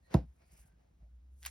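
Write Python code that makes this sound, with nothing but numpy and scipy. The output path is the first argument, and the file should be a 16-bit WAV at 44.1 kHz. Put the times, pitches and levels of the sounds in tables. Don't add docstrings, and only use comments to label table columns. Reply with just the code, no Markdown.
import sys
import numpy as np
from scipy import signal
from scipy.fft import rfft, irfft, next_fast_len
from scipy.io import wavfile
from scipy.ndimage import uniform_filter1d

SR = 44100
rng = np.random.default_rng(int(sys.argv[2]) if len(sys.argv) > 2 else 0)


def unload_wav(signal):
    wavfile.write(
        sys.argv[1],
        SR,
        np.round(np.clip(np.atleast_2d(signal).T, -1, 1) * 32767).astype(np.int16),
    )


N = 66150
FFT_SIZE = next_fast_len(N + SR // 2)
T = np.arange(N) / SR
F = np.maximum(np.arange(FFT_SIZE // 2 + 1) * SR / FFT_SIZE, 1)


def db_to_gain(db):
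    return 10 ** (np.asarray(db) / 20)


def over_hz(table):
    hz, value = np.array(table, float).T
    return np.interp(np.log(F), np.log(hz), value)


def over_time(table, column=1):
    rows = np.array(table, float)
    return np.interp(T, rows[:, 0], rows[:, column])


def shape(x, gain):
    return irfft(rfft(x, FFT_SIZE) * gain, FFT_SIZE)[..., :N]


def unit(x):
    return x / np.sqrt(np.mean(x ** 2))


def white():
    return rng.standard_normal(N)


def octave_bell(hz, octaves):
    return np.exp(-(np.log2(F / hz) / octaves) ** 2)


def colour(table):
    return db_to_gain(over_hz(table)) * np.minimum(F / table[0][0], 1) ** 2


def walk(rate):
    hold = int(SR / rate)
    steps = np.repeat(rng.standard_normal(N // hold + 1), hold)
    return unit(uniform_filter1d(steps, hold))[:N]


def after(start_s, t60):
    return (T >= start_s) * 1000. ** (-np.maximum(T - start_s, 0) / t60)


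def modes(table, count=1):
    ringing = 0
    for k, (hz, db, t60) in enumerate(table):
        sign = (-1) ** (k // count)
        ringing = ringing + sign * db_to_gain(db) * np.sin(2 * np.pi * hz * T) * 1000. ** (-T / t60)
    return rfft(ringing, FFT_SIZE)


# f/Hz, correlation (1 = same, -1 = opposite)
LIKENESS = [(60, .99), (130, 0.98), (300, 0.25), (640, -0.43), (1400, .25), (3000, -0.0012), (5500, .93),
            (16000, 1)]


def air():
    alike = np.clip(over_hz(LIKENESS), -.99, .99)
    mid = shape(white(), np.sqrt((1 + alike) / 2))
    side = shape(white(), np.sqrt((1 - alike) / 2))
    return np.array([mid + side, mid - side])


# t/s, level/dB, contact time/ms
KNOCKS = [(.142, -14.5, 0.41), (.1, -55.5, 2.7), (0.127, -50.5, 2.3), (0.412, -68, 2.2), (0.523, -62.5, 2),
          (.64, -61, 5.3), (0.728, -63, 3.0), (0.901, -67, 2.3), (1.015, -56.5, 3.6), (1.384, -71.5, 3.8),
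          (1.463, -76, 4.6)]
# f/Hz, level/dB, t60/s (time to fall by 60 dB)
TABLE_MODES = [(61.53, -9.5, 0.23), (135.3, -1.5, 0.09), (194.5, -1, 0.082), (270.3, -22, .12),
               (327.2, -8.5, 0.087), (410.4, -16.5, 0.082), (523.8, -17.5, 0.059), (657, -15, 0.063),
               (772, -16.5, 0.03), (960, -15, .04), (1074, -17.5, 0.036), (1326, -18, .03),
               (1900, -24.5, 0.029), (99.4, -4, 0.077)]
# f/Hz, level/dB
TABLE_PAN = [(60, 1), (110, -2), (200, -0.5), (380, -2.5), (700, -3.0), (1290, -4), (2380, 6), (4400, 0.5),
             (8120, 9), (15000, -4)]
TABLE_SIDE_DB = -17.5
LOWS_LATE_S, IN_PHASE_HZ = 0.00064, 540


def table_top():
    push = 0
    for start_s, db, contact_ms in KNOCKS:
        progress = np.clip((T - start_s) / (contact_ms / 1000), 0, 1)
        bump = np.sin(np.pi * progress) ** 2
        push = push + db_to_gain(db) * bump / bump.sum()
    late = np.exp(-2j * np.pi * LOWS_LATE_S * 1000 * np.log(F / IN_PHASE_HZ))
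    mid = shape(push, late * modes(TABLE_MODES))
    upper_modes = modes(TABLE_MODES[5:-1], count=2)
    side = db_to_gain(TABLE_SIDE_DB) * shape(push, late * upper_modes)
    pan = db_to_gain(over_hz(TABLE_PAN) / 2)
    return shape(np.array([mid + side, mid - side]), np.array([pan, 1 / pan]))


# f/Hz, level/dB at the start, t60/s
SLAP = [(159, -44.5, 0.61), (294, -34.5, 0.17), (600, -35, 0.17), (1260, -53.5, 0.19), (2340, -57.5, 0.2),
        (4500, -58.5, .2), (7500, -65, .12), (10400, -68, .1), (15000, -72.5, .1)]
SLAP_WIDTH = 0.58
TICK_DB, TICK_HZ, TICK_S = -32, 2530, 0.0023
TAIL_END_S, TAIL_FADE_S = 0.2506, .03


def slap():
    landing_s = KNOCKS[0][0]
    wide = air()
    noise = SLAP_WIDTH * wide + (1 - SLAP_WIDTH) * wide.mean(axis=0)
    tick_colour = 1 / (1 + (F / TICK_HZ) ** 2) * np.minimum(F / 870.0, 1)
    tick = unit(shape(white(), tick_colour))
    tick_fall = (T >= landing_s) * np.exp(-np.maximum(T - landing_s, 0) / TICK_S)
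    out = db_to_gain(TICK_DB) * tick * tick_fall
    tail_stop = np.interp(T, [TAIL_END_S, TAIL_END_S + TAIL_FADE_S], [1, 0])
    for hz, db, t60 in SLAP:
        band = unit(shape(noise, octave_bell(hz, 0.52)))
        out = out + db_to_gain(db) * after(landing_s, t60) * tail_stop * band
    return out


# t/s, level/dB, centre f/Hz, added treble level/dB
CLICKS = [(1.4247, -60, 2960, -30), (1.4294, -46, 3975, -11), (1.4353, -46.5, 4080, -33),
          (1.4423, -50, 3025, -33), (1.446, -53, 3500, -10), (1.4505, -44.5, 2500, -31),
          (1.4521, -41, 3000, -17), (1.4572, -41, 2500, -16), (1.4604, -39.5, 2240, -19),
          (1.4607, -31.5, 2110, 1), (1.4624, -27, 1474, -3.5), (1.4618, -38, 980, 18),
          (1.4706, -50, 2540, -19), (1.477, -49, 3000, -12), (1.484, -50, 4460, -25)]
# f/Hz, level/dB, t60/s
BLOCK_MODES = [(700, -3, .04), (1480, -3, .035), (2090, -5, .03), (2700, -6, .03), (3130, -8, .025),
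               (4258, -8, .025), (5400, -8, .02), (10280, -10, .015)]
CLICK_OCTAVES, CLICK_TREBLE_HZ, CLICK_T60_S = 1.55, 7500, .008
RING_DB = -36
CLICK_BASS_HZ = 550


def clicks():
    bursts = 0
    for start_s, db, hz, treble_db in CLICKS:
        treble = db_to_gain(treble_db) / (1 + (CLICK_TREBLE_HZ / F) ** 4)
        burst = unit(shape(white(), octave_bell(hz, CLICK_OCTAVES) + treble))
        bursts = bursts + db_to_gain(db) * burst * after(start_s, CLICK_T60_S)
    ring = db_to_gain(RING_DB) * shape(bursts, modes(BLOCK_MODES))
    return shape(bursts + ring, 1 / (1 + (CLICK_BASS_HZ / F) ** 6))


# f/Hz, level/dB
RATTLE_COLOUR = [(550, -17), (750, -6.5), (1500, -4.5), (2200, -0.5), (3200, -8), (5000, -9), (7500, -1.5),
                 (10500, -16), (13000, -19), (16000, -27)]
RATTLE_S, RATTLE_DB, RATTLE_T60_S = 1.462, -40, 0.097


def rattle():
    noise = unit(shape(air(), colour(RATTLE_COLOUR)))
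    grainy_level = db_to_gain(RATTLE_DB + 2.0 * walk(400))
    return noise * grainy_level * after(RATTLE_S, RATTLE_T60_S)


GRAIN_DB = 2


def friction(colour_table, level_table, drift_db, drift_rate):
    noise = unit(shape(air(), colour(colour_table)))
    level_db = over_time(level_table) + GRAIN_DB * walk(200) + drift_db * walk(drift_rate)
    return noise * db_to_gain(level_db)


# t/s, level/dB
HISS = [(0.0, -100), (0.058, -82.5), (0.102, -94), (0.11, -86), (0.134, -101), (0.138, -85), (0.142, -53.5),
        (0.166, -78.5), (0.276, -92), (0.502, -83), (0.522, -68), (0.562, -74.5), (0.578, -68),
        (0.618, -67), (0.65, -83.5), (0.678, -73.5), (0.728, -99), (1.296, -100), (1.332, -83),
        (1.352, -88), (1.425, -67)]
# f/Hz, level/dB
HISS_COLOUR = [(3000, -14.5), (5000, -12), (7500, 0.5), (10500, -2), (13000, -8), (16000, -11.5)]


def skin_and_sleeve():
    return friction(HISS_COLOUR, HISS, drift_db=1.1, drift_rate=35)


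# t/s, level/dB
SCRAPE = [(0, -85), (.05, -84), (.09, -77.5), (.11, -66), (.138, -53.5), (.15, -85), (.36, -86.5),
          (.42, -75.5), (.48, -81), (.53, -79.5), (.62, -75.5), (.7, -77), (.8, -84.5), (.97, -89.5),
          (1.03, -84), (1.09, -102.5), (1.4, -96), (1.43, -76.5), (1.5, -67)]
# f/Hz, level/dB
SCRAPE_COLOUR = [(200, -7.5), (680, 6.5), (1200, -4), (2000, -3.5), (3500, -14.5), (5200, -13),
                 (7500, -17.5), (12000, -28)]


def paper():
    return friction(SCRAPE_COLOUR, SCRAPE, drift_db=2.9, drift_rate=30)


# start t/s, length/s, centre f/Hz, width/Hz, level/dB
RUBS = [(0.026, 0.089, 1870, 120, -80), (0.025, 0.087, 4200, 700, -85.5), (.1, .045, 3800, 2500, -75),
        (.37, 0.11, 2340, 700, -83.5), (0.64, 0.071, 740, 310, -79), (0.758, 0.19, 690, 400, -82.5),
        (1, 0.085, 640, 330, -77.5), (0.605, 0.18, 1570, 202, -85.5), (0.47, 0.2, 2340, 1700, -78),
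        (0.496, 0.15, 5600, 2200, -80.5), (.39, 0.15, 4770, 1700, -87)]


def narrow_rubs():
    noise, out = air(), 0
    for start_s, length_s, hz, width_hz, db in RUBS:
        swell = np.sin(np.pi * np.clip((T - start_s) / length_s, 0, 1)) ** .5
        band = np.exp(-((F - hz) / width_hz * 2) ** 2)
        out = out + db_to_gain(db) * swell * unit(shape(noise, band))
    return out


# t/s, f/Hz, level/dB
HUM = [(0.26, 63.9, -48), (0.276, 65.7, -52), (0.31, 64.5, -55.5), (0.352, 63.9, -72), (0.466, 64.1, -63),
       (0.498, 62.2, -71), (0.528, 58.72, -55.5), (0.55, 55.2, -60.5), (0.574, 55.6, -69.5),
       (0.604, 55, -54.5), (0.628, 54.3, -60), (0.66, 54.7, -69.5), (0.702, 55.5, -57), (0.766, 56.96, -73),
       (0.826, 58.5, -72.5), (0.898, 58.2, -75), (0.956, 58.7, -66), (0.978, 58.5, -74.5),
       (1.012, 58.4, -56), (1.046, 58.2, -54.5), (1.088, 58.73, -58), (1.178, 60.2, -57),
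       (1.358, 63.2, -58.5), (1.378, 63.7, -58.5), (1.5, 65.3, -50.5)]
HUM_WAVER, HUM_ONSET_S = 0.034, 0.027


def hum():
    hz = over_time(HUM) * (1 + HUM_WAVER * walk(23))
    phase = 2 * np.pi * np.cumsum(hz) / SR
    tone = np.sqrt(2) * np.sin(phase)
    fade_in = np.interp(T, [HUM[0][0], HUM[0][0] + HUM_ONSET_S], [0, 1])
    return fade_in * tone * db_to_gain(over_time(HUM, column=2) + 1.7 * walk(25))


# f/Hz, level/dB per Hz
ROOM = [(30, -10), (60, 0.5), (100, -9), (200, -14.5), (400, -23.5), (800, -29.5), (1600, -35.5),
        (3000, -39), (5000, -43.5), (7500, -41), (10500, -50.5), (13000, -52.5), (16000, -45.5)]


def room():
    return unit(shape(air(), colour(ROOM))) * db_to_gain(-69)


def scene():
    block = table_top() + slap() + clicks() + rattle()
    rubbing = skin_and_sleeve() + paper() + narrow_rubs()
    low_hum = hum()
    return block + rubbing + low_hum + room()


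# f/Hz, phase/radians
PORTS = [(300, 0), (1290, -.1), (2840, .9), (3700, .3), (4500, 1.1), (5170, .1), (6900, 2.7), (7750, 3.14),
         (8500, 3.6), (10000, 5.5), (12400, 7.4), (13300, 8.8), (14300, 9.42), (15400, 10.5), (16400, 10.5)]
BASS_CUT_HZ, TOP_HZ = 40, 16600


def record(dry):
    turn = np.exp(.5j * over_hz(PORTS))
    wet = shape(dry, np.array([turn, 1 / turn]))
    bass_cut = signal.butter(3, BASS_CUT_HZ, "high", fs=SR, output="sos")
    top_cut = signal.ellip(10, .2, 80, TOP_HZ, fs=SR, output="sos")
    return signal.sosfilt(top_cut, signal.sosfilt(bass_cut, wet))


dry = scene()
out = record(dry)
unload_wav(out)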